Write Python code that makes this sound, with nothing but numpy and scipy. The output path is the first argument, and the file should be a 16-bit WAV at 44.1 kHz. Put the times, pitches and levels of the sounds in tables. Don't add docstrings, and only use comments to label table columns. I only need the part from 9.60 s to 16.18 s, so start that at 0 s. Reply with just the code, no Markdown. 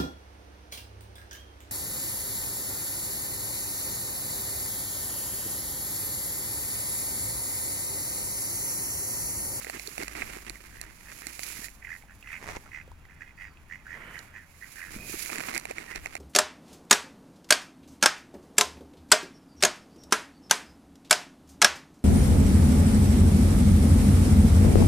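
import sys
import numpy as np
from scipy import signal
from scipy.fft import rfft, irfft
from scipy.io import wavfile
from scipy.ndimage import uniform_filter1d

SR = 44100
rng = np.random.default_rng(int(sys.argv[2]) if len(sys.argv) > 2 else 0)


def file_out(sig):
    cols = np.atleast_2d(sig).T
    lim = np.clip(cols, -1, 1)
    pcm = np.round(lim * 32767).astype(np.int16)
    wavfile.write(sys.argv[1], SR, pcm)


N = 290178
TIME_S = np.arange(N) / SR

# [t at full speed/s, held/s, rise/s, fall/s, hiss level/dB, drag level/dB before trim]
STROKES = [(0.0, .41, .05, .2, -48, -53.5), (0.57, .2, 0.6, .25, -51, -47.5),
           (0.88, .34, 0.22, .4, -58.5, -55), (1.61, 0.1, 0.54, 0.13, -51, -53),
           (1.84, 0.061, 0.26, 0.31, -40.5, -52.5), (1.971, 0.094, 0.078, 0.027, -45.5, -53.5),
           (2.32, 0.088, 0.18, .12, -61, -71), (2.66, .1, 0.5, .3, -63.5, -77),
           (2.9, 0.019, 0.26, 0.33, -55, -60), (4.34, 0.063, 0.7, 0.18, -74.5, -76),
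           (4.54, 0.12, .15, 0.15, -61.5, -66), (5.13, 0.14, 0.49, .15, -53.5, -59),
           (5.32, 0.031, 0.073, .15, -47.5, -47.5), (5.509, .14, 0.19, 0.3, -40, -53),
           (5.702, 0.24, 0.15, 0.21, -47.5, -42.5), (6.08, 0.92, 0.3, 0.16, -60.5, -50)]
# [f/Hz, level/dB]
SLIDE_SPECTRUM = [(200, -22), (900, -15), (1600, -4.5), (2350, 6.5), (3300, -6), (4400, 0), (5700, -0.5),
                  (7100, 4), (8500, -4), (10000, 2), (10900, 4.5), (12800, -1.5), (14000, -4.5),
                  (15800, -7.5)]
# [f/Hz, level/dB]
DRAG_SPECTRUM = [(60, -20.5), (160, -3), (320, 1), (600, -4.5), (950, -5.5), (1400, -2), (2100, 4.5),
                 (2650, -1.5), (3300, -12), (5000, -11.5), (9000, -13), (15000, -30)]
# [f/Hz, level/dB]
CREASE_SPECTRUM = [(100, -16.5), (450, -2.5), (800, -3), (1300, 1.5), (1700, -2.5), (2200, 1), (2700, -3),
                   (3300, -20), (4300, -9), (7000, -13), (15000, -28)]
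SWELL_RANGE_DB, REST_DB = 26, -73.5
CREASES_PER_S, CREASE_SPREAD_DB, CREASE_DB = 90, 3.5, -5

# [t/s, level/dB before trim]
BREEZE = [(0, -68), (.5, -60), (.8, -56), (1.85, -59), (2.2, -55.5), (4, -56.5), (4.9, -59), (6.58, -57)]
# [t/s, held/s, level/dB before trim]
GUSTS = [(0.63, 0.044, -48), (1.14, .04, -50.5), (2.89, 0.032, -46.5), (3.27, .06, -52.5),
         (5.29, 0.048, -49), (6.37, 0.045, -47.5)]
GUST_RISE_S, GUST_FALL_S = .08, .15
# [f/Hz, level/dB]
WIND_SPECTRUM = [(12, -3.5), (30, -2), (60, -2.5), (90, -7.5), (140, -14), (220, -14.5), (400, -42.5),
                 (900, -71)]
# [f/Hz, level/dB]
EDDY_SPECTRUM = [(12, 3.5), (35, 8.5), (60, -1.5), (120, -7), (400, -32)]
# [t/s, level/dB]
GRIP = [(5.27, -75), (5.35, -74), (5.37, -45), (5.45, -44), (5.52, -51), (5.6, -54)]
# [f/Hz, level/dB]
THUD_SPECTRUM = [(30, 4.5), (90, -3.5), (200, -4), (330, -13), (600, -14.5), (1500, -33)]
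# [t/s, level/dB before waver and balance]
HUM = [(0, -56), (.6, -47.5), (1.2, -56.5), (2.2, -54.5), (2.7, -64), (6.58, -59.5)]
# [t/s, level/dB before waver and balance]
DRONE = [(2.9, -68), (3.15, -59), (3.32, -55), (3.55, -61), (4.3, -63.5), (5, -61.5)]
HUM_HZ, DRONE_HZ = 52.9, 81.7
# [f/Hz, level/dB]
AIR_SPECTRUM = [(59, -24), (100, 1), (255, -6), (461, -13.5), (950, -9.5), (1330, -10.5), (1830, -8.5),
                (2580, -11), (3470, -29.5), (6700, -30.5), (8640, -53), (12400, -51), (16000, -51)]
AIR_DB = -59.5

# [t/s, level/dB before trim, treble/dB]
SNAPS = [(0.045, -24, -9), (0.067, -23.5, -29), (0.097, -18, -10.5), (0.195, -22.5, -5), (0.273, -20.5, 23),
         (0.379, -17.5, -13.5), (0.425, -22.5, -20), (0.432, -23, 1), (0.48, -20.5, -5), (0.551, -22, -31),
         (0.619, -15, -26), (0.623, -18.5, -19), (0.896, -20, -2), (1.213, -21, 2), (1.517, -29.5, -12),
         (1.668, -18, 0.5), (1.792, -21.5, -5), (1.832, -21, 1), (2.042, -26.5, -2), (2.083, -30, -14),
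         (2.835, -35, -11), (2.887, -43, -18), (2.905, -28, -18), (4.59, -30, 16), (5.659, -21, -6),
         (5.699, -20, -25), (5.757, -21, -5), (5.782, -18, -5), (5.804, -18.5, -17), (5.884, -21, -19),
         (5.939, -22, -10), (5.947, -19.5, -4), (5.954, -19, -7), (5.962, -17, -12), (5.977, -13, -0.5),
         (5.997, -28, 8), (6.053, -19, -10), (6.11, -19.5, -13), (6.182, -18, -11), (6.358, -20.5, -5),
         (6.458, -16.5, -13.5), (6.552, -18.5, -12.5), (6.565, -25.5, -10)]
# [f/Hz, level/dB before treble]
SNAP_SPECTRUM = [(100, -18), (400, -15), (700, 3), (1000, -11), (1500, -7), (2100, 5.5), (2600, 1.5),
                 (3300, -18.5), (4200, 2), (5200, -3.5), (7200, -1.5), (8800, -5), (10800, -4),
                 (15500, -24)]
# [t/s, length/s, level/dB]
SCUFFS = [(0.126, 0.059, -44), (0.394, 0.045, -41), (0.548, 0.035, -44), (0.583, 0.055, -44),
          (0.864, .022, -43.5), (5.874, .048, -50), (5.944, 0.0312, -38), (6.16, 0.073, -47.5),
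          (6.348, 0.033, -43)]
# [t/s, peak/dB, f/Hz]
BUMPS = [(0.067, -34.5, 447), (0.146, -34, 330), (0.166, -35.5, 261), (0.279, -34, 408), (0.392, -32, 284),
         (0.405, -32, 383), (0.433, -34.5, 316), (0.605, -35.5, 242), (0.766, -35, 375), (0.9, -39, 308),
         (1.667, -38.5, 283), (1.991, -37, 208), (2.967, -33, 520), (5.362, -30.5, 220),
         (5.495, -36.5, 346), (5.54, -28.5, 340), (5.788, -31.5, 270), (6.107, -28.5, 487)]

# [t/s, length/s, level/dB before trim, pulse rate/Hz, throat f/Hz, roughness 0-1, clipped above]
QUACKS = [(0.944, 0.029, -51.5, 78, 1900, 0), (1.115, 0.15, -53, 73, 1770, 0),
          (1.458, 0.074, -50.5, 75, 1850, .8), (1.614, 0.09, -50.5, 70, 1900, 0.6),
          (2.022, 0.057, -48, 85, 1900, 0.1), (2.226, 0.067, -45, 44, 2000, 0.5),
          (2.281, 0.091, -41, 85, 1851, 0.22), (2.646, 0.09, -45.5, 71, 2040, 0.87),
          (2.707, 0.07, -39, 86, 2127, 0.9), (3.118, .1, -42.5, 73, 2058, 0.54),
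          (3.542, 0.073, -60.5, 91, 1900, 1), (3.609, 0.026, -43.5, 83, 1840, 0.27),
          (3.647, 0.065, -53, 65, 2050, 1.1), (3.779, .11, -44.5, 97, 1967, .5),
          (4.101, .066, -42.5, 89, 1890, 0.16), (4.178, 0.046, -57.5, 89, 2130, 0.7),
          (4.257, 0.044, -47, 85, 1700, .15), (4.285, 0.097, -43.5, 91, 1900, 0.13),
          (4.408, 0.041, -48, 69, 1900, 0.04), (4.533, 0.065, -43.5, 86, 1880, .1),
          (4.742, 0.068, -46, 103, 1880, 0.3), (4.815, 0.039, -56, 104, 1780, 0.2),
          (5.014, 0.038, -44.5, 103, 1890, 0.01), (5.16, 0.14, -42.5, 90, 1832, 0.22),
          (6.28, 0.093, -43, 88, 1950, 0.3)]
# [f/Hz, level/dB]
THROAT_SPECTRUM = [(200, -54), (700, -20), (1100, -15.5), (1500, -4), (1900, 9.5), (2250, -3.5), (2520, 1),
                   (3000, -20.5), (3900, -38), (15000, -38)]
# [f/Hz, level/dB]
BILL_SPECTRUM = [(2000, -19), (4300, -1.5), (5500, 7), (7000, 5.5), (9000, -22), (15000, 5)]
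THROAT_HZ = 1900
CREST = 0.372
QUICKEN, GAPE = 0.048, 0.044
MUTTER_S, MUTTER_DB, MUTTER_PER_S, MUTTER_ROUGH = .05, -55, 88, .4
# [t/s, length/s, level/dB, f at the ends/Hz, rise in the middle/Hz]
WHISTLES = [(3.74, .22, -77, 4500, 390), (3.885, 0.044, -60, 1260, 15), (4.402, 0.24, -62.5, 2845, 200),
            (4.85, 0.124, -66, 2130, 50), (5.05, 0.15, -60, 2080, 79), (5.28, .34, -51.5, 2300, 180)]
# [t/s, level/dB, starting f/Hz]
PLOPS = [(2.424, -40.5, 2120), (2.437, -45, 770), (2.627, -35.5, 2570), (3.063, -40, 1320),
         (3.278, -42, 497), (3.317, -39, 935), (3.453, -40, 1900), (3.972, -44.5, 2550)]
# [f/Hz, t60/s]
BANK_T60 = [(200, 0.15), (2000, 0.1), (6000, 0.1), (14000, 0.017)]

# [t/s, level/dB]
SWING = [(2.78, -61), (2.83, -48), (2.865, -49), (2.89, -39.5), (2.925, -42), (2.95, -45), (2.968, -40.5),
         (2.985, -56.5), (3.1, -57.5)]
# [f/Hz, level/dB]
SWISH_SPECTRUM = [(60, 2), (200, -7.5), (400, -2), (550, -4), (900, 0.5), (1500, -2), (2100, 3.5),
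                  (2600, -5), (3400, -22), (6200, -14.5), (10000, -35), (15500, -40)]
# [t/s, level/dB before churn]
SCRAMBLE = [(4.2, -78), (4.3, -59), (4.36, -48), (4.44, -49), (4.5, -47), (4.58, -51), (4.64, -54.5),
            (4.8, -63), (4.92, -89)]
# [f/Hz, level/dB]
SPLASH_SPECTRUM = [(100, 2), (300, -0.5), (800, -1.5), (1100, 0), (1450, 5.5), (2200, 7), (2900, -5.5),
                   (3600, -22), (5000, -24), (9000, -30.5), (12000, -17), (15500, -36)]

# [f/Hz, level/dB]
NEAR_SIDE = [(150, -4), (450, 1), (800, -7), (2100, -12), (3300, -6.5), (5000, -10.5), (9000, -16.5),
             (12000, -20), (15500, -36)]
# [f/Hz, level/dB]
FAR_SIDE = [(200, 2.5), (900, -2.5), (1500, -5), (1950, -14.5), (2550, -9.5), (3300, 8.5), (6000, 0.5),
            (9000, 11), (14000, -13)]
EDGE_HZ = 16150


def amp(db):
    return 10 ** (np.asarray(db) / 20)


def evened(x):
    return x / np.sqrt(np.mean(x ** 2) + 1e-20)


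def read(points, hz):
    f_hz, value = np.transpose(points)
    return np.interp(np.log(hz + 1), np.log(f_hz), value)


def level(rows):
    return amp(np.interp(TIME_S, *np.transpose(rows), left=-140, right=-140))


def add(mix, s, sound):
    part = mix[..., max(round(s * SR), 0):][..., :sound.shape[-1]]
    part += sound[..., :part.shape[-1]]


def ring(points, size=2048):
    log_gain = np.log(amp(read(points, abs(np.fft.fftfreq(size, 1 / SR)))))
    response = np.fft.ifft(np.exp(np.conj(signal.hilbert(log_gain)))).real
    return response[:size // 2]


def colour(x, points, size=2048):
    return signal.oaconvolve(x, ring(points, size=size))[:len(x)]


def wander(rate_hz, size=N):
    f_hz = np.fft.rfftfreq(size, 1 / SR)
    spectrum = rfft(rng.standard_normal(size)) / (1 + (f_hz / rate_hz) ** 4)
    return evened(irfft(spectrum, size))


def grains(per_s, spread_db):
    size = amp(spread_db * np.minimum(rng.exponential(1, N), 4.5))
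    return evened(size * rng.choice([-1, 1], N) * (rng.random(N) < per_s / SR))


def ports(x, other, side, same, count=0):
    same = np.clip(same, 0, 1)
    size = 2 ** 19
    unrelated = (same - 1) * x + np.sqrt(1 - same ** 2) * other
    above_bass = np.clip(np.fft.rfftfreq(size, 1 / SR) / 700, 0, 1) ** 2
    apart = irfft(rfft(unrelated, size) * above_bass)[:N]
    left = np.pad(colour(x + apart, side), (count, 0))[:N]
    return np.array([left, x])


def texture(source, spectrum, side, same, count=0):
    pair = ports(colour(source(), spectrum), colour(source(), spectrum), side, same, count=count)
    return pair / pair.mean(0).std()


def swell(s, held_s, rise_s, fall_s):
    before = (s - TIME_S) / max(rise_s, .01)
    after = (TIME_S - s - held_s) / max(fall_s, .01)
    return amp(-SWELL_RANGE_DB * np.clip(np.maximum(before, after), 0, 10))


def sleeve(drag_db=-2, catch_db=3, flutter_db=1.9):
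    hiss = texture(lambda: grains(14000, 4.06), SLIDE_SPECTRUM, NEAR_SIDE, 0.043, count=22)
    drag = texture(lambda: grains(900, 3.0), DRAG_SPECTRUM, NEAR_SIDE, 0.21, count=22)
    creases = texture(lambda: grains(CREASES_PER_S, CREASE_SPREAD_DB), CREASE_SPECTRUM, NEAR_SIDE, 0.7, count=22)
    power = sum((amp([[slide_db], [press_db]]) * swell(*shape)) ** 2
                for *shape, slide_db, press_db in STROKES)
    speed, pressure = np.sqrt(power)
    sliding = hiss * np.hypot(speed, amp(REST_DB)) * amp(flutter_db * wander(31))
    dragging = drag * amp(drag_db + catch_db * wander(28))
    return sliding + pressure * (dragging + creases * amp(CREASE_DB))


def buffet():
    gusts = sum((amp(db) * swell(s, held_s, GUST_RISE_S, GUST_FALL_S)) ** 2 for s, held_s, db in GUSTS)
    return np.sqrt(gusts + level(BREEZE) ** 2)


def noise():
    return rng.standard_normal(N)


def hums():
    total = np.zeros(N)
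    for curve, hz in [(HUM, HUM_HZ), (DRONE, DRONE_HZ)]:
        phase = 2 * np.pi * np.cumsum(hz + 4 * wander(10)) / SR
        total += level(curve) * np.sin(phase) * amp(2.5 * wander(8))
    return total * amp([[1.5], [-2]])


def outdoors(wind_db=-2.0, own=0.66):
    shared = evened(colour(noise(), WIND_SPECTRUM, size=16384))
    eddies = np.array([evened(colour(noise(), EDDY_SPECTRUM, size=16384)) for _ in range(2)])
    wind = (shared * amp([[1], [-2]]) + own * eddies) * buffet() * amp(wind_db)
    grip = level(GRIP) * evened(colour(noise(), THUD_SPECTRUM, size=8192))
    air = amp(AIR_DB + wander(6.8)) * texture(noise, AIR_SPECTRUM, FAR_SIDE, .7)
    return wind + grip + hums() + air


def snap(db, treble_db):
    crumple, crumple_s, settle, settle_s, peak_to_energy = .3, .0007, .07, .006, 3.4
    since = np.arange(1500) - SR // 1000
    away_s = abs(since) / SR
    strain = np.exp(-away_s / crumple_s) + settle * np.exp(-away_s / settle_s)
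    spectrum = [(f, d + treble_db * (f > 3000)) for f, d in SNAP_SPECTRUM]
    sound = colour((since == 0) + crumple * rng.standard_normal(len(since)) * strain, spectrum)
    return amp(db) * peak_to_energy * sound / np.linalg.norm(sound)


def folds(snap_db=3.5):
    near, aside = np.zeros((2, N))
    for s, db, treble_db in SNAPS:
        add(near, s + .0005, snap(db + snap_db, treble_db))
        add(aside, s + .0005, snap(db + snap_db, treble_db))
    t = np.arange(2000) / SR
    for s, db, hz in BUMPS:
        bump = np.sin(2 * np.pi * hz * t) * (1 - np.exp(-t / 0.001)) * np.exp(-t / 0.0031)
        add(near, s, amp(db) * bump / abs(bump).max())
    catches = np.zeros(N)
    for s, length_s, db in SCUFFS:
        add(catches, s, amp(db) * signal.windows.tukey(int(length_s * SR), .15))
    scuffs = catches * texture(lambda: grains(2500, 2.4), DRAG_SPECTRUM, NEAR_SIDE, 0.38, count=22)
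    return ports(near, aside, NEAR_SIDE, 1.0, count=22) + scuffs


def quack(length_s, db, rate_hz, hz, rough, edge_db=9, waver_hz=120, hiss_db=-21):
    puff_s, uneven_db, jitter_s = .0019, 1.1, .0005
    leak = .11 + .33 * rough
    t = np.arange(-.012, length_s + .02, 1 / SR)
    quickening = np.interp(t, [0, length_s], [1 - QUICKEN, 1 + QUICKEN])
    turns = np.cumsum(rate_hz * quickening) / SR
    turns -= np.interp(0, t, turns)
    puff_count = int(np.interp(length_s, t, turns)) + 1
    at = np.interp(np.arange(puff_count), turns, t)
    late, loud, wide = rng.standard_normal((24, 3))[:len(at)].T[:, :, None]
    age = (t - at[:, None] - jitter_s * late) / (puff_s * np.exp(.2 * wide))
    shape = np.exp(-.5 * (age / np.where(age < 0, .7, 1.15)) ** 2)
    puffs = (amp(uneven_db * loud) * shape).sum(0)

    effort = np.interp(t, [0, np.clip(CREST, .05, .95) * length_s, length_s], [-1, 0, -1])
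    arch = amp(edge_db * effort)
    waver = waver_hz * wander(185, size=16384)[:len(t)]
    pitch_hz = hz * (1 + GAPE * (effort + .5)) + waver
    tone = np.sqrt(2) * np.sin(2 * np.pi * np.cumsum(pitch_hz) / SR)
    throat = [(f * (hz / THROAT_HZ if f < 2100 else 1), d) for f, d in THROAT_SPECTRUM]
    rasp = evened(colour(rng.standard_normal(16384), throat))[:len(t)]
    rough = np.clip(rough, .02, 1)
    voice = np.sqrt(1 - rough) * tone + 1.3 * np.sqrt(rough) * rasp
    voice /= np.sqrt(uniform_filter1d(voice ** 2, size=400) + 1e-9)
    hiss = amp(hiss_db) * evened(colour(rng.standard_normal(16384), BILL_SPECTRUM))[:len(t)]
    return amp(db) * arch * (evened(puffs + leak) * voice + hiss) * signal.windows.tukey(len(t), .12)


def mutters(count=12, spread_db=2, variety=0.087):
    rows = []
    for k, (when, loud, fast, high) in enumerate(rng.random((count, 4))):
        s = (k + when) * N / SR / count
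        db = MUTTER_DB + spread_db * (2 * loud - 1)
        rate_hz = MUTTER_PER_S * (1 + variety * (2 * fast - 1))
        hz = THROAT_HZ * (1 + variety * (2 * high - 1))
        rows.append((s, MUTTER_S, db, rate_hz, hz, MUTTER_ROUGH))
    return rows


def plop(db, hz):
    t = np.arange(1500) / SR
    bubble = np.sin(2 * np.pi * hz * t * (1 + 6 * t)) * np.exp(-t / 0.0032)
    tick = .5 * rng.standard_normal(len(t)) * np.exp(-t / 0.00017)
    return amp(db) * (bubble + tick)


def whistle(length_s, db, hz, rise_hz):
    width_hz = 110
    arch = np.sin(np.linspace(0, np.pi, int(length_s * SR)))
    angle = 2 * np.pi * np.cumsum(hz + rise_hz * arch ** 2) / SR
    a, b = (wander(width_hz, size=32768)[:len(arch)] for _ in range(2))
    return amp(db) * np.sqrt(2 * abs(arch)) * (a * np.sin(angle) + b * np.cos(angle))


def banks(x):
    taps = rng.standard_normal(SR // 2) * (rng.random(SR // 2) < 2000 / SR)
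    hz, t, z = signal.stft(taps, SR, nperseg=256)
    decay = amp(-60 * t / read(BANK_T60, hz)[:, None])
    tail = signal.istft(z * decay, SR, nperseg=256)[1]
    return signal.oaconvolve(x, tail / np.linalg.norm(tail))[:N]


def flock(gain_db=5, echo_db=-14):
    direct, aside = np.zeros((2, N))
    for s, *call in QUACKS + mutters():
        add(direct, s - .012, amp(gain_db) * quack(*call))
        add(aside, s - .012, amp(gain_db) * quack(*call))
    for s, *note in WHISTLES:
        add(direct, s, whistle(*note))
    for s, db, hz in PLOPS:
        add(direct, s, plop(db, hz))
    echo = ports(banks(direct), banks(direct), FAR_SIDE, 0.41)
    return ports(direct, aside, FAR_SIDE, 0.79, count=1) + amp(echo_db) * echo


def swing():
    return level(SWING) * texture(lambda: grains(1100, 4.8), SWISH_SPECTRUM, FAR_SIDE, 0.25)


def splash(churn_db=2):
    drops = texture(lambda: grains(3000, 0.94), SPLASH_SPECTRUM, FAR_SIDE, 0.55)
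    return level(SCRAMBLE) * amp(churn_db * wander(38)) * drops


def scene():
    return sleeve() + outdoors() + folds() + flock() + swing() + splash()


def record(dry):
    lowpass = signal.firwin(511, EDGE_HZ, window=("kaiser", 9), fs=SR)
    return signal.oaconvolve(dry, lowpass[None], "same")


dry = scene()
out = record(dry)
file_out(out)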